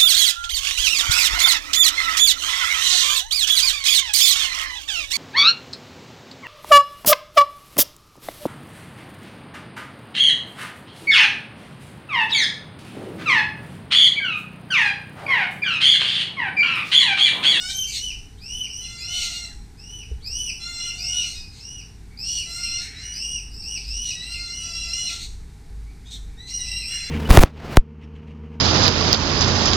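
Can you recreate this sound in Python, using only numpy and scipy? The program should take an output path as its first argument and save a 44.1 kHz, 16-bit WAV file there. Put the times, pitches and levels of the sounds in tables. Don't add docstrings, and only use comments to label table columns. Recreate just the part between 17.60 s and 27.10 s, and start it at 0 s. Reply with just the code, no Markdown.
import sys
import numpy as np
from scipy import signal
from scipy.fft import rfft, irfft, next_fast_len
from scipy.io import wavfile

SR = 44100
rng = np.random.default_rng(int(sys.argv[2]) if len(sys.argv) > 2 else 0)


def dump(signal):
    limited = np.clip(np.atleast_2d(signal).T, -1, 1)
    pcm = np.round(limited * 32767).astype(np.int16)
    wavfile.write(sys.argv[1], SR, pcm)


N = 418950
TIME = np.arange(N) / SR


def from_db(db):
    return 10 ** (np.asarray(db) / 20)


def unit_rms(x):
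    return x / np.sqrt(np.mean(x ** 2) + 1e-20)


def at_hz(points, hz):
    table_hz, value = np.transpose(points)
    return np.interp(np.log(np.maximum(hz, 1)), np.log(table_hz), value)


def colour(x, spectrum):
    size = next_fast_len(len(x))
    hz = np.maximum(np.arange(size // 2 + 1) * SR / size, 1)
    octaves_outside = np.abs(np.log2(hz / np.clip(hz, spectrum[0][0], spectrum[-1][0])))
    gain = from_db(at_hz(spectrum, hz) - 60 * octaves_outside)
    return unit_rms(irfft(rfft(x, size) * gain, size)[:len(x)])


def waver(t, width_hz, centre_hz=0):
    radius = np.exp(-np.pi * width_hz / SR)
    poles = [1, -2 * radius * np.cos(2 * np.pi * centre_hz / SR), radius ** 2]
    return unit_rms(signal.lfilter([1], poles, rng.standard_normal(2 * len(t)))[len(t):])


def sway(t, rate_hz):
    return 1.2 * np.interp(TIME[:len(t)] * rate_hz, np.arange(256), rng.standard_normal(256))


def call_span(start_s, length_s, fade_s):
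    at = np.flatnonzero((TIME >= start_s) & (TIME <= start_s + length_s))
    t = TIME[at] - start_s
    return at, t, np.sin(np.pi / 2 * np.clip(np.minimum(t, length_s - t) / fade_s, 0, 1))


def phase_of(hz):
    return 2 * np.pi * np.cumsum(hz) / SR


# frequency in Hz, gain in dB.
SQUAWK_THROAT = [(700,-12),(1400,-1.5),(2100,-7.5),(2800,7.5),(3500,1.5),(4900,1.5),(5600,10.5),(6300,-4),(7600,1),(8800,-6.5),(10500,-27),(12500,-22),(15000,-24)]
# start and length in seconds; first, held and last pitch in Hz; relative levels of the
# ringing sixth partial and of the buzz in dB; open-beak lift in dB.
SQUAWKS = [ (-0.02, 0.14, 695, 750, 807, -37.5, -44.5, 7), (1.203, 0.27, 679, 688.6, 697, -39.5, -57, -1),
           (1.471, 0.24, 715, 704, 657, -36, -49, -1), (1.677, 0.18, 716, 711, 653, -37.5, -52.5, -1),
           (2.99, 0.32, 672.3, 691, 708, -35.5, -52, -4), (3.319, 0.37, 713, 720, 665, -51, -53, -3),
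           (4.852, 0.39, 667, 693.2, 701, -36, -54, -9), (5.34, 0.1, 610, 695, 730, -41, -61, 5),
           (6.541, 0.11, 639, 659, 688, -34, -65, 11), (6.68, 0.28, 695, 695.7, 693.8, -36, -56.5, 13),
           (6.988, 0.26, 660, 680.5, 687, -44.5, -53.5, 4),
           (7.234, 0.32, 685.5, 684.6, 679.3, -35.5, -52.5, -3), (8.766, 0.23, 586, 683, 705, -41, -77, -8),
           (8.98, 0.13, 655, 655, 690, -35.5, -66, 2), (9.101, 0.12, 630, 662, 714, -36, -70, 0),
           (9.269, 0.25, 656, 692, 684, -36.5, -54, 5), ]


def squawks(scoop_s=.035, release_s=.03, attack_s=.023, mouth_hz=4900, rasp_rad=.13):
    out = np.zeros(N)
    for start_s, length_s, first_hz, held_hz, last_hz, ring_db, buzz_db, beak_db in SQUAWKS:
        at, t, gate = call_span(start_s, length_s, fade_s=.008)
        envelope = np.sqrt(2) * gate * (1 - np.exp(-t / attack_s))
        scoop_hz = (first_hz - held_hz) * np.exp(-t / scoop_s)
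        release_hz = (last_hz - held_hz) * np.exp((t - length_s) / release_s)
        pitch_hz = held_hz + scoop_hz + release_hz
        jitter = .006 * sway(t, 25.24) + .003 * waver(t, 31) + .005 * waver(t, 920)
        phase = phase_of(pitch_hz * (1 + jitter))
        for k in range(1, 22):
            lift_db = beak_db * np.exp(-(np.log(k * pitch_hz / mouth_hz) / .13) ** 2)
            flicker_db = 3 * waver(t, 13.5)
            gain = from_db(buzz_db - 1 + at_hz(SQUAWK_THROAT, k * pitch_hz) + lift_db + flicker_db)
            if k == 6:
                gain = from_db(ring_db - 2 - 9 * np.exp(-t / .013) + 2 * sway(t, 30.6))
            elif k in (3, 9, 12):
                gain = np.hypot(gain, from_db(ring_db - 17 - 4 * np.log2(k / 6)))
            out[at] += envelope * gain * np.sin(k * phase + rasp_rad * waver(t, 380))
    return out


# frequency in Hz, relative level in dB.
SWELL_SPECTRUM = [(20,-2),(36,-41),(45,-7),(51,-2.5),(58,-10.5),(72,-25),(110,-66)]
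RUMBLE_SPECTRUM = [(35, -74), (60, -9), (81, -6), (161, -14.5), (204, -17), (243, -20.5), (301, -22.5),
                   (362, -31.5), (415, -25.5), (472, -28.5), (546, -70), (620, -37), (810, -63),
                   (1360, -120)]
HUSH_SPECTRUM = [(520,-49),(650,1),(790,8),(900,5),(1200,0.5),(1400,3),(2200,3.5),(3100,-4),(3900,1.5),(6500,-3),(8700,-2.5),(10000,-7.5),(15500,-18)]
# peak time in seconds, length in seconds, level in dB.
GUSTS = [(0.57, .14, -37), (0.957, 0.081, -37.5), (1.64, 0.14, -47), (1.99, 0.12, -34.5),
         (2.558, 0.17, -37.5), (2.74, 0.13, -37), (3.48, .24, -43), (3.791, .12, -36), (4.682, 0.1, -43),
         (5.09, 0.15, -39), (5.88, 0.39, -36.5), (6.34, 0.22, -31.5), (6.798, 0.18, -37),
         (7.255, 0.2, -37.5), (7.74, 0.35, -34), (8.2, 0.3, -35), (8.658, 0.21, -33.5), (9.147, 0.3, -36)]


def wind(breeze_db=-44.5, rumble_db=-46, hush_db=-58):
    breeze = from_db(breeze_db + 2 * sway(TIME, 10))
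    gusts = sum(from_db(db) * np.exp(-(2 * (TIME - peak_s) / length_s) ** 2)
                for peak_s, length_s, db in GUSTS)
    white = rng.standard_normal((3, N))
    analytic = signal.hilbert(colour(white[0], SWELL_SPECTRUM))
    even_drone = unit_rms(analytic.real / (np.abs(analytic) + .5))
    rumble = from_db(rumble_db) * colour(white[1], RUMBLE_SPECTRUM)
    hush = from_db(hush_db) * colour(white[2], HUSH_SPECTRUM)
    return np.hypot(breeze, gusts) * even_drone + rumble + hush


# centre in Hz, bandwidth in Hz, level in dB.
DRONE_BANDS = [(405,63,-65.5),(819,2.9,-70.5)]


def far_drone():
    return sum(from_db(db) * waver(TIME, width_hz, hz) for hz, width_hz, db in DRONE_BANDS)


# frequency in Hz, gain in dB.
SCREECH_THROAT = [(1200,-33),(2200,-8.5),(3000,6),(4100,8.5),(5200,-3.5),(6400,2.5),(7300,-3.5),(8400,-0.5),(9400,-13.5),(10700,-27.5),(12300,-17.5),(15000,-26)]
# start and length in seconds, pitch in Hz, relative level in dB, chaos as a share of pitch.
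SCREECHES = [ (0.085, 0.038, 1893, -32.5, 0.077), (0.261, 0.083, 2330, -36, 0.052),
             (0.315, 0.084, 2040, -31, 0.12), (1.5, 0.19, 2093, -35.5, 0.15),
             (1.595, 0.091, 2082, -32, 0.089), (1.675, 0.14, 2066, -39, 0.11),
             (1.816, 0.081, 2040, -50, 0.028), (3.52, 0.14, 1844, -42, 0.074),
             (3.596, 0.18, 2100, -40, 0.05), (3.731, 0.081, 1894, -46.5, 0.016),
             (3.901, 0.15, 2140, -51, 0.088), (4.626, 0.23, 1477, -36.5, 0.01),
             (5.183, 0.1, 2000, -40.5, 0.068), (6.125, 0.33, 1900, -54.5, 0.16),
             (6.423, 0.14, 1966, -41.5, 0.087), (7.451, 0.14, 1990, -39, 0.13),
             (7.572, 0.099, 1998, -38.5, 0.106), (8.453, 0.048, 1247, -52.5, .014),
             (8.496, 0.075, 1800, -40.5, 0.1), (8.86, 0.066, 2150, -43.5, .084), ]


def screeches(arch_share=.05, rattle_hz=380, rattle_db=3):
    out = np.zeros(N)
    for start_s, length_s, top_hz, db, chaos in SCREECHES:
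        at, t, gate = call_span(start_s, length_s, fade_s=.51 * length_s)
        pitch_hz = top_hz * (1 - arch_share * (2 * t / length_s - 1) ** 2)
        rattle = waver(t, 200, rattle_hz)
        rasp = .2 * waver(t, 2000)
        phase = phase_of(pitch_hz * (1 + chaos * (rattle + rasp)))
        voice = sum(np.sin(k * phase) for k in range(1, 9))
        out[at] += gate * from_db(db) * colour(voice * from_db(rattle_db * rattle), SCREECH_THROAT)
    return out


# frequency in Hz, gain in dB.
BEAK_RESPONSE = [(6000,-62),(7500,-12),(8700,-9.5),(9200,-13.5),(10500,-33),(11500,-35.5),(12400,-13),(13500,-29),(14500,-29)]
# start and length in seconds; first, top and last pitch in Hz; relative levels of the
# fundamental, octave and upper partials in dB.
WHISTLES = [ (0.122, 0.128, 3060, 3157, 2643, -31.5, -31, -31.5),
            (0.346, 0.18, 2500, 3044, 2234, -33, -37.5, -39),
            (0.796, 0.28, 2250, 3009, 2325, -34, -41, -39.5), (1.079, 0.2, 2460, 3008, 2395, -41, -40, -40),
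            (1.367, 0.28, 2150, 3008, 2387, -33.5, -40, -39),
            (2.17, 0.27, 2430, 2983, 2370, -44.5, -49, -47.5),
            (2.621, 0.29, 2150, 2985, 2155, -35, -35, -34.5),
            (3.14, 0.18, 2570, 2900, 2617, -38, -40.5, -43), (3.376, 0.27, 2250, 2936, 2395, -31, -33, -35),
            (3.715, 0.17, 2526, 2505, 2510, -54.5, -46, -60),
            (3.991, 0.23, 2495, 2935, 2196, -46.5, -45, -46.5),
            (4.57, 0.27, 2350, 2908, 2210, -38.5, -35, -36.5),
            (4.884, 0.14, 2370, 2800, 2646, -46, -38.5, -32),
            (4.99, 0.098, 2440, 2840, 2490, -34, -33.5, -30),
            (5.071, 0.13, 2720, 2854, 2695, -40, -35, -41),
            (5.409, 0.21, 2870, 2927, 2990, -45, -42, -41.5),
            (5.531, 0.272, 2330, 2910, 2280, -38, -36.5, -37),
            (5.904, 0.19, 2400, 2740, 2730, -55.5, -44, -44),
            (6.014, 0.17, 2270, 2925, 2265, -38.5, -35.5, -35.5),
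            (6.238, 0.29, 2270, 2951, 2370, -37, -35.5, -37),
            (6.618, 0.17, 2610, 2806, 2225, -38.5, -45.5, -35.5),
            (6.921, 0.16, 2904, 2932, 2450, -43.5, -38.5, -40),
            (7.087, 0.19, 2572, 2828, 2540, -40.5, -38, -40),
            (7.235, 0.27, 2290, 2933, 2192, -36.5, -35.5, -37),
            (8.881, 0.19, 2752, 2894, 2390, -43.5, -35.5, -35),
            (9.059, 0.19, 2660, 2794, 2305, -36.5, -37, -33),
            (9.233, 0.18, 2588, 2852, 2480, -35.5, -36, -30.5), ]


def whistles(climb_share=.68, attack_s=.022, fall_s=.018, break_s=.028, sway_db=1.14, shimmer_db=3):
    out = np.zeros(N)
    for start_s, length_s, first_hz, top_hz, last_hz, base_db, octave_db, upper_db in WHISTLES:
        at, t, gate = call_span(start_s, length_s, fade_s=.004)
        envelope = np.sqrt(2) * gate * (1 - np.exp(-t / attack_s))
        climb_left_hz = (top_hz - first_hz) * np.maximum(1 - t / (climb_share * length_s), 0) ** 2
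        fall = np.exp((t - length_s) / fall_s)
        pitch_hz = (top_hz - climb_left_hz - (top_hz - last_hz) * fall) * (1 + .0029 * sway(t, 20))
        swell_left = np.abs(climb_left_hz) / 750
        base_shape_db = sway_db * sway(t, 34.8) - 23 * swell_left ** .69 - 7 * fall
        octave_shape_db = sway_db * sway(t, 35) - 3 * swell_left - 9 * fall
        upper_shape_db = (base_shape_db + octave_shape_db) / 2

        slack = np.clip((3250 - pitch_hz) / 380, .25, 1.15)
        breaking = np.exp((t - length_s) / break_s)
        flutter_phase = phase_of(pitch_hz / 6.6 * (1 + .1 * waver(t, 137)))
        jitter = (.0035 * slack + .022 * breaking) * waver(t, 256)
        phase = phase_of(pitch_hz * (1 + .018 * slack * np.sin(flutter_phase) + jitter))

        sides = from_db(-21) * np.sin(2 * phase + flutter_phase)
        for k, side_db in ((1, -10), (2, -24)):
            sides += from_db(side_db) * np.sin(2 * phase - k * flutter_phase + waver(t, 250))
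        octave = from_db(1.1) * np.sin(2 * phase + .15 * slack * waver(t, 200)) + slack * sides
        tone = from_db(base_db + 2 + base_shape_db) * np.sin(phase)
        tone += from_db(octave_db + octave_shape_db) * octave
        for k in (3, 4, 5):
            gain = from_db(upper_db + upper_shape_db + at_hz(BEAK_RESPONSE, k * pitch_hz))
            blur_rad = .62 * slack * waver(t, 450)
            tone += (1 - breaking) * gain * np.sin(k * phase + blur_rad)
        out[at] += envelope * tone * from_db(shimmer_db * slack * waver(t, 173))
    return out


# start and length in seconds, first and last pitch in Hz, level in dB.
PEEPS = [(0.773,0.031,2880,4660,-52.5),(1.879,0.057,2130,1430,-55),(2.598,0.04,2940,4340,-58),(4.505,0.05,2090,2350,-54),(8.258,0.065,2100,2340,-59),(8.43,0.054,2010,2580,-61),(8.448,0.044,3270,3660,-52),(8.686,0.079,2380,2230,-65)]


def peeps(octave_db=-12, jitter_share=.034):
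    out = np.zeros(N)
    for start_s, length_s, first_hz, last_hz, db in PEEPS:
        at, t, gate = call_span(start_s, length_s, fade_s=.016)
        pitch_hz = first_hz + (last_hz - first_hz) * t / length_s
        phase = phase_of(pitch_hz * (1 + jitter_share * waver(t, 300)))
        out[at] += gate * from_db(db) * (np.sin(phase) + from_db(octave_db) * np.sin(2 * phase))
    return out


# frequency in Hz, relative level in dB, T60 in seconds.
HOUSING_MODES = [(61.6,5.5,0.19),(95,-15,0.02),(422,-4.5,0.037)]
# start in seconds, relative level in dB.
BUMPS = [(2.513,-23.5),(2.695,-31.5)]


def microphone_bumps(attack_s=.0038):
    out = np.zeros(N)
    t = TIME[:SR // 2]
    ring = sum(from_db(db - 60 * t / t60_s) * np.sin(2 * np.pi * hz * t)
               for hz, db, t60_s in HOUSING_MODES)
    knock = ring * (1 - np.exp(-t / attack_s))
    for start_s, db in BUMPS:
        out[int(start_s * SR) + np.arange(len(t))] += from_db(db) * knock
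    return out


# frequency in Hz, gain in dB.
CROAK_THROAT = [(1200,-25),(1550,-8.5),(1800,-5),(2200,-1.5),(2600,-8),(3300,-16)]
# start in seconds, length in seconds, relative level in dB.
CROAKS = [(5.197, 0.39, -53), (9.301, 0.25, -50)]


def croaks(pulse_hz=309.5, chaos=.15, shimmer_db=3.3):
    out = np.zeros(N)
    for start_s, length_s, db in CROAKS:
        at, t, gate = call_span(start_s, length_s, fade_s=.013)
        cycles = phase_of(pulse_hz * np.exp(chaos * waver(t, 700))) / (2 * np.pi)
        pulses = np.diff(np.floor(cycles), prepend=0) * from_db(shimmer_db * waver(t, 280))
        out[at] += gate * from_db(db + 1) * colour(pulses, CROAK_THROAT)
    return out


# frequency in Hz, T60 in seconds.
FOLIAGE_DECAY = [(700,0.49),(2800,0.41),(5600,0.48),(9000,0.61),(15000,0.59)]


def woods(x, direct_db, early_db, early_t60_s, tail_db, echoes_per_s=900, build_s=.016):
    t = TIME[:SR * 3 // 2]
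    edges_hz = np.geomspace(500, 16000, 9)
    tail = 0
    for low_hz, high_hz in zip(edges_hz, edges_hz[1:]):
        bandpass = signal.butter(2, [low_hz, high_hz], "band", fs=SR, output="sos")
        band = signal.sosfilt(bandpass, rng.standard_normal(len(t)))
        tail += band * from_db(-60 * t / at_hz(FOLIAGE_DECAY, np.sqrt(low_hz * high_hz)))
    taps = rng.standard_normal(len(t)) * (rng.random(len(t)) < echoes_per_s / SR)
    early = taps * from_db(-60 * t / early_t60_s)
    build = 1 - np.exp(-t / build_s)
    echoes = from_db(early_db) * unit_rms(early * build) + from_db(tail_db) * unit_rms(tail * build)
    return from_db(direct_db) * x + signal.fftconvolve(x, echoes / np.sqrt(len(t)))[:N]


def scene():
    whistlers = woods(whistles() + peeps(), direct_db=0, early_db=-3, early_t60_s=.09, tail_db=-3)
    squawker = woods(squawks(), direct_db=0, early_db=-3, early_t60_s=.18, tail_db=-3.5)
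    screechers = woods(screeches() + croaks(), direct_db=1.5, early_db=2, early_t60_s=.08, tail_db=-5)
    mono = whistlers + squawker + screechers + wind() + far_drone() + microphone_bumps()
    return np.array([mono, mono])


def record(dry):
    return signal.sosfilt(signal.ellip(10, .2, 80, 15300, fs=SR, output="sos"), dry)


dry = scene()
out = record(dry)
dump(out)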